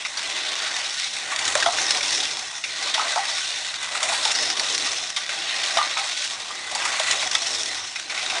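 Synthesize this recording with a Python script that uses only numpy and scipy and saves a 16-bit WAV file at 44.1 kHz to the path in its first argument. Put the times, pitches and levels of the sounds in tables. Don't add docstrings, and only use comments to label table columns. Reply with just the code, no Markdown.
import sys
import numpy as np
from scipy import signal
from scipy.io import wavfile
from scipy.ndimage import uniform_filter1d

SR = 44100
rng = np.random.default_rng(int(sys.argv[2]) if len(sys.argv) > 2 else 0)


def put_to_file(sound):
    columns = np.atleast_2d(sound).T
    safe = np.clip(columns, -1, 1)
    whole_steps = np.round(safe * 32767)
    wavfile.write(sys.argv[1], SR, whole_steps.astype(np.int16))


N = 370428


def undb(db):
    return 10 ** (np.asarray(db) / 20)


def unit(x):
    return x / np.sqrt(np.mean(x ** 2))


def band(x, hz, width_hz):
    return signal.lfilter(*signal.iirpeak(hz, hz / width_hz, fs=SR), x)


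def ring(x, modes):
    out = 0
    for k, (pitch_hz, width_hz, level_db) in enumerate(modes):
        once = band(x, pitch_hz, 2 * width_hz)
        twice = band(once, pitch_hz, 2 * width_hz)
        out = out + (-1) ** k * undb(level_db) * twice
    return out


def fade(x, t60_s):
    return signal.lfilter([1], [1, -np.exp(-np.log(1000) / (t60_s * SR))], x)


def walk(rate_hz):
    hold = int(SR / rate_hz)
    steps = np.repeat(rng.standard_normal(N // hold + 1), hold)
    smooth = uniform_filter1d(uniform_filter1d(steps, hold), hold)
    return 0.89 * smooth[:N]


def jolts(rate_hz, spread_db, t60_s):
    hit = rng.random(N) < rate_hz / SR
    strength = undb(spread_db * rng.exponential(size=N))
    return unit(fade(hit * strength, t60_s))


def shaken(modes, shake, flicker_db):
    out = 0
    for mode in modes:
        rubbing = shake * rng.standard_normal(N)
        out = out + undb(flicker_db * walk(20)) * ring(rubbing, [mode])
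    return unit(out)


def burst(t60_s, size=5000):
    t = np.arange(size) / SR
    return rng.standard_normal(size) * undb(-60 * t / max(t60_s, .005))


def add(out, start_s, peak_db, x):
    i = int(start_s * SR)
    out[i:i + len(x)] += (undb(peak_db) * x / np.abs(x).max())[:N - i]


def pings(modes, rate_hz, t60_s, stray):
    out, t = np.zeros(N), np.arange(int(t60_s * SR)) / SR
    for when, which, off, softness in rng.random((int(rate_hz * N / SR), 4)):
        mode_hz, width_hz, level_db = modes[int(which * len(modes))]
        pitch_hz = mode_hz + stray * width_hz * (off - .5)
        tone = np.sin(2 * np.pi * pitch_hz * t) * undb(-60 * t / t60_s)
        add(out, when * N / SR, level_db - 15.7 * softness, tone)
    return unit(out)


# start_s [s], place [laps]
POSITION = [(0, 0.1), (.05, 0), (.45, 0.11), (1.65, .6), (2.64, 1), (3.07, 1.22), (4.27, 1.6), (5.165, 2),
            (5.64, 2.15), (6.3, 2.37), (6.75, 2.5), (7.02, 2.5), (7.957, 3), (8.4, 3.17)]


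def place(s):
    return np.interp(s, *np.transpose(POSITION))


# [dB, clicks add 10]
LAP = [(0, -36.5, -45.5, -61, -75, -4, -1.5, -5.5, -23), (.05, -33, -42, -55, -75, -3, -6, -7.5, -21),
       (.12, -29.5, -37.5, -50, -74, -4.5, -6.5, -8.5, -21.5),
       (.2, -29, -35, -50, -71, -2.5, -5.5, -8, -25), (.27, -30.5, -38.5, -56.5, -69, -4, -4, -6.5, -15),
       (.33, -30.5, -42.5, -57, -68, -6.5, -3.5, -6.5, -15), (.37, -31, -43, -56, -68, -6, -4, -6.5, -15),
       (.42, -34, -43, -55, -67, -2.5, -5.5, -6, -14), (.49, -32.5, -37.5, -53, -66, -0.5, -6.5, -5.5, -13),
       (.55, -29.5, -33.5, -47.5, -58.5, -1.5, -7, -2.5, -11.5),
       (.61, -29, -33.5, -47.5, -58, -5.5, -3.5, -6.5, -23),
       (.67, -29, -36, -46.5, -60, -2.5, 1, -4.5, -30), (.74, -30, -37, -48, -62, -4.5, -2, -5.5, -27),
       (.8, -28, -38.5, -47.5, -63, -8, 0, -5, -26), (.87, -31.5, -39.5, -48, -60, -3, -3, -6, -24),
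       (.95, -35, -44, -56, -66, -4, -0.5, -5, -26)]


def lap(s):
    share, *columns = np.transpose(LAP)
    return [np.interp(place(s), share, column, period=1) for column in columns]


# pitch_hz [Hz], width_hz [Hz], level_db [dB]
# (each of the two filters in series is twice width_hz wide; the same holds for all mode tables)
SHELL = [(1530, 163, -5), (1927, 188, -1.5), (2340, 453, -5.5), (2786, 585, -5), (3520, 363, -3),
         (3900, 570, -1.5), (4563, 225, -6.5)]
BRAIDS = [(5220, 285, -2.5), (5597, 410, -4.5), (6130, 450, -6.5)]
TYRES = [(6500, 700, 0), (7500, 900, -2), (8600, 1000, -6), (9700, 1000, -10.5)]


def car_rattle(bumps, gear_db, braid_db, tyre_db):
    fine_jolts = jolts(rate_hz=400, spread_db=3.0, t60_s=0.0059)
    shake = 0.8 + 0.36 * bumps + 0.36 * fine_jolts
    car = undb(tyre_db) * shaken(TYRES, shake, flicker_db=1.5)
    layers = [(SHELL[3:], 0, .08), (SHELL[:3], gear_db, .12), (BRAIDS, braid_db, .05)]
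    for modes, level_db, t60_s in layers:
        rubbed = shaken(modes, shake, flicker_db=2.5)
        struck = pings(modes, rate_hz=90, t60_s=t60_s, stray=1.163)
        car = car + undb(level_db) * unit(rubbed + undb(-7) * struck)
    return car


# pitch_hz [Hz], width_hz [Hz], level_db [dB]
TRACK = [(634.4, 95, 0.5), (776, 78, 2.5), (1005, 232, 0.5), (1165, 88, 0), (1300, 153, -2.5)]


def track_drumming(bumps):
    rubbed = shaken(TRACK, 1.0 + 0.28 * bumps, flicker_db=3.5)
    struck = pings(TRACK, rate_hz=50, t60_s=0.17, stray=1.26)
    return unit(rubbed + undb(-7.5) * struck)


# pitch_hz [Hz], width_hz [Hz], level_db [dB]
FLOOR = [(95.5, 15, -5), (129, 16, -8.5), (246, 34, -10), (333, 99, 0), (469, 128, -1.5)]


def floor_rumble(floor_db, deep_db):
    rumble = undb(floor_db) * shaken(FLOOR[2:], 1, flicker_db=3.5)
    thrum = undb(deep_db) * shaken(FLOOR[:2], 1, flicker_db=3.5)
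    return rumble + thrum


# [dB, mid-stretch before wavering]
WHINES = [(.04, .13, 2000, 2050, -43), (.28, .36, 1330, 1600, -40), (.41, .57, 2060, 1950, -41.5)]


def whine(now):
    share, out = place(now) % 1, 0
    for start, end, from_hz, to_hz, level_db in WHINES:
        along = np.clip((share - start) / (end - start), 0, 1)
        glide_hz = from_hz + along * (to_hz - from_hz)
        pitch_hz = glide_hz * (1 + .01 * walk(40))
        level = undb(level_db + 4.0 * walk(25)) * np.sin(np.pi * along)
        out = out + level * np.sin(2 * np.pi * np.cumsum(pitch_hz) / SR)
    return out


# return_s [s], length_s [s], depth_db [dB]
DIPS = [(.05, .05, -2), (.172, .09, -3), (1.135, .08, -4), (1.36, .04, -2), (1.552, .05, -3),
        (1.725, .04, -4), (2.03, .05, -3), (2.64, .06, -3), (2.77, .06, -3), (2.942, .04, -4),
        (3.8, .04, -3), (4.028, .05, -3), (4.352, .03, -3), (4.57, .05, -4), (4.779, .02, -3),
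        (5.164, .06, -4), (5.291, .07, -3.5), (5.968, .04, -2), (6.713, .04, -4), (7.2, .04, -3),
        (7.313, .04, -5), (7.415, .05, -4), (7.958, .05, -3), (8.097, .09, -3)]


def dips(now):
    gain_db = 0
    for return_s, length_s, depth_db in DIPS:
        sunk_s = return_s - .6 * length_s
        corners_s = [return_s - length_s, sunk_s, return_s]
        gain_db = gain_db + np.interp(now, corners_s, [0, depth_db, depth_db], right=0)
    return undb(gain_db)


# start_s [s], car_db [dB], track_and_floor_db [dB]
PUSH = [(0, 0, 0), (.2, 2, 1), (.5, 0, 0), (.84, -.5, -2.5), (1.0, 2.5, -1.5), (1.25, 1.5, 2), (1.45, 2, 3),
        (1.7, -1, 2), (1.92, 2.5, 2), (2.3, 0, -.5), (2.45, -1.5, -1), (2.7, 1, 0), (2.9, 2, 1),
        (3.1, -.5, 1), (3.33, 2, 2.5), (3.52, 0, 0), (3.9, 0, -2), (4.25, 2, 0), (4.45, -0.5, 1),
        (5.05, 2.5, 2), (5.7, 1, 0), (6.03, 0, 3), (6.14, 0, -3), (6.25, .5, 0), (6.36, -4, 1),
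        (6.65, -2.5, -1), (6.74, -1, 2), (6.88, 3, 2), (7.2, 1, 0), (7.55, -1.5, -1), (7.8, -.5, -1),
        (8.05, 0, 1), (8.25, 0, 0), (8.4, 0, 4)]


def running():
    now = np.arange(N) / SR
    car_db, track_db, floor_db, deep_db, gear_db, braid_db, tyre_db, _ = lap(now)
    bumps = jolts(rate_hz=120, spread_db=2.1, t60_s=0.041)
    start_s, car_push_db, below_push_db = np.transpose(PUSH)
    car_level = undb(car_db + np.interp(now, start_s, car_push_db))
    car = car_level * car_rattle(bumps, gear_db, braid_db, tyre_db)
    below = undb(track_db) * track_drumming(bumps) + floor_rumble(floor_db, deep_db)
    below = undb(np.interp(now, start_s, below_push_db)) * below
    return dips(now) * (car + below + whine(now))


# pitch_hz [Hz], width_hz [Hz], level_db [dB]
HALL_HUM = [(60.5, 6.7, -15), (121, 55, 0.5), (221, 240, -1)]


def hall_hum():
    return undb(-61.5) * shaken(HALL_HUM, 1, flicker_db=1.7)


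def hall_echo(x):
    delay = np.zeros(int(.008 * SR))
    tail = np.concatenate([delay, burst(t60_s=.3, size=16384)])
    tail = tail / np.sqrt(np.sum(tail ** 2))
    return undb(-18) * signal.fftconvolve(x, tail)[:N]


# start_s [s], peak_db [dB], pitch_hz [Hz, strongest ring], t60_s [s]
CLICKS = [(0.0498, -14, 2370, 0.084), (0.1716, -15.5, 4480, 0.16), (0.378, -17, 2600, 0.06),
          (0.4896, -15, 3570, 0.04), (1.03, -17, 2060, 0.1), (1.168, -18, 2300, 0.06),
          (1.318, -17, 1900, 0.08), (1.361, -11, 3660, 0.027), (1.39, -11.5, 4040, 0.077),
          (1.4518, -11.5, 3850, 0.05), (1.4778, -12, 3740, 0.028), (1.4834, -14, 3420, 0.045),
          (1.5523, -4.5, 1840, 0.027), (1.6005, -12, 3890, 0.074), (1.6253, -7.5, 1640, 0.054),
          (1.6599, -9, 3400, 0.067), (1.7233, -16, 6430, 0.054), (1.7374, -18, 1820, 0.036),
          (1.7853, -11.5, 1910, 0.05), (1.907, -4, 5660, 0.032), (1.9714, -12, 5230, 0.03),
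          (2.0078, -14, 1900, 0.043), (2.0291, -10.5, 3730, 0.073), (2.1067, -11.5, 5500, 0.04),
          (2.2019, -13, 3570, 0.05), (2.2296, -14, 3630, 0.1), (2.311, -18, 5190, 0.05),
          (2.639, -14, 2280, 0.077), (2.826, -17, 4200, 0.08), (2.9417, -11.5, 3700, 0.07),
          (2.975, -15.5, 2600, 0.1), (3.0814, -16, 3760, 0.053), (3.382, -17, 1900, 0.1),
          (3.8287, -16.5, 3560, 0.036), (3.95, -16, 1950, 0.08), (4.029, -10, 3790, 0.064),
          (4.087, -13.5, 1960, 0.12), (4.252, -6, 3450, 0.028), (4.3163, -12, 6450, 0.062),
          (4.3507, -10.5, 4680, 0.11), (4.4255, -13, 5900, 0.062), (4.501, -9.5, 3920, 0.032),
          (4.5685, -14.5, 3600, 0.08), (4.5963, -8.5, 4230, 0.036), (4.7481, -11, 5170, 0.039),
          (4.779, -10, 5500, 0.036), (4.916, -15, 5800, 0.05), (5.163, -12, 3400, 0.14),
          (5.2918, -15.5, 1950, 0.12), (5.634, -12, 3620, 0.08), (5.7713, -10, 3180, 0.095),
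          (5.9104, -17, 2500, 0.088), (5.972, -14.5, 2000, 0.1), (5.992, -15, 2200, 0.08),
          (6.246, -18, 3600, 0.05), (6.7141, -20, 3790, 0.05), (6.7498, -12, 4070, 0.065),
          (6.852, -12.5, 2300, 0.06), (6.9973, -9, 3430, 0.04), (7.111, -7, 3840, 0.034),
          (7.1293, -13, 1900, 0.058), (7.225, -14.5, 2000, .08), (7.313, -12, 5600, 0.035),
          (7.3509, -5.5, 3700, 0.04), (7.42, -13, 5700, 0.074), (7.4677, -14, 5770, 0.056),
          (7.6588, -15, 5400, 0.027), (7.9588, -16, 2420, 0.08), (8.097, -17.5, 2170, 0.11),
          (8.176, -15.5, 2200, 0.14), (8.2993, -13.5, 2600, 0.08)]


def clicks():
    out = np.zeros(N)
    for start_s, peak_db, pitch_hz, t60_s in CLICKS:
        blow = burst(t60_s)
        blow[0] = 5
        body = unit(ring(blow, SHELL + BRAIDS))
        spot = unit(band(blow, pitch_hz, .25 * pitch_hz))
        snap = unit(ring(blow, TYRES))
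        snap_db = lap(start_s)[-1] + 10
        add(out, start_s, peak_db, body + undb(1.0) * spot + undb(snap_db) * snap)
    return out


# [s, piece's ring]
KNOCKS = [(0.057, -27, 1217, 0.082), (1.318, -23.5, 1144, 0.098), (1.552, -12.5, 610, 0.049),
          (1.66, -8.5, 689, 0.11), (1.684, -13, 720, 0.12), (2.228, -25, 777, 0.05),
          (2.948, -24, 643, 0.14), (2.977, -16, 870, 0.044), (2.994, -14.5, 1272, 0.13),
          (3.014, -20.5, 828, 0.12), (3.16, -13.5, 727, 0.11), (3.174, -13.5, 840, 0.054),
          (3.189, -18.5, 791, 0.15), (3.951, -21, 1270, 0.062), (4.022, -22, 641, 0.34),
          (4.095, -21.5, 667, 0.21), (4.119, -21, 825, 0.12), (4.252, -20.5, 880, 0.057),
          (5.169, -25, 1170, 0.12), (5.77, -11.5, 680, 0.082), (5.784, -12.5, 1197, 0.12),
          (5.811, -12.5, 1190, 0.095), (5.967, -21, 1280, 0.13), (5.982, -21.5, 787, 0.14),
          (6.502, -26, 1186, 0.12), (6.753, -20, 774, 0.05), (6.804, -28, 1270, 0.11),
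          (6.857, -18.5, 1240, 0.076), (6.933, -22, 1090, 0.092), (6.998, -17.5, 638, 0.085),
          (7.133, -23, 1210, 0.11), (7.226, -25, 638, 0.15), (7.346, -22, 1310, 0.097),
          (8.351, -23.5, 677, 0.21)]


def knocks():
    out = np.zeros(N)
    for start_s, peak_db, pitch_hz, t60_s in KNOCKS:
        blow = burst(t60_s=0.027)
        soft = band(blow, pitch_hz, .4 * pitch_hz)
        ring_width_hz = np.log(1000) / np.pi / max(t60_s, .02)
        piece = unit(band(soft, pitch_hz, ring_width_hz))
        drum = unit(ring(blow, TRACK[1:]))
        rattle = unit(ring(burst(t60_s=.17), TRACK[1:] + SHELL[:1]))
        add(out, start_s, peak_db, piece + undb(-5) * drum + undb(-7) * rattle)
    return out


def scene():
    direct = running() + clicks() + knocks()
    return (direct + hall_echo(direct) + hall_hum())[None]


def record(dry):
    low_cut = signal.butter(3, 56, "high", fs=SR, output="sos")
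    treble_edge = signal.cheby2(12, 45, 11000, fs=SR, output="sos")
    x = signal.sosfilt(treble_edge, signal.sosfilt(low_cut, dry))
    x = x * (1 + (-1.) ** np.arange(N))
    x = signal.fftconvolve(x, signal.firwin(51, SR / 4, fs=SR)[None], mode="same")
    top_cut = signal.ellip(10, .2, 60, 12400, fs=SR, output="sos")
    return signal.sosfilt(top_cut, x)


dry = scene()
out = record(dry)
put_to_file(out)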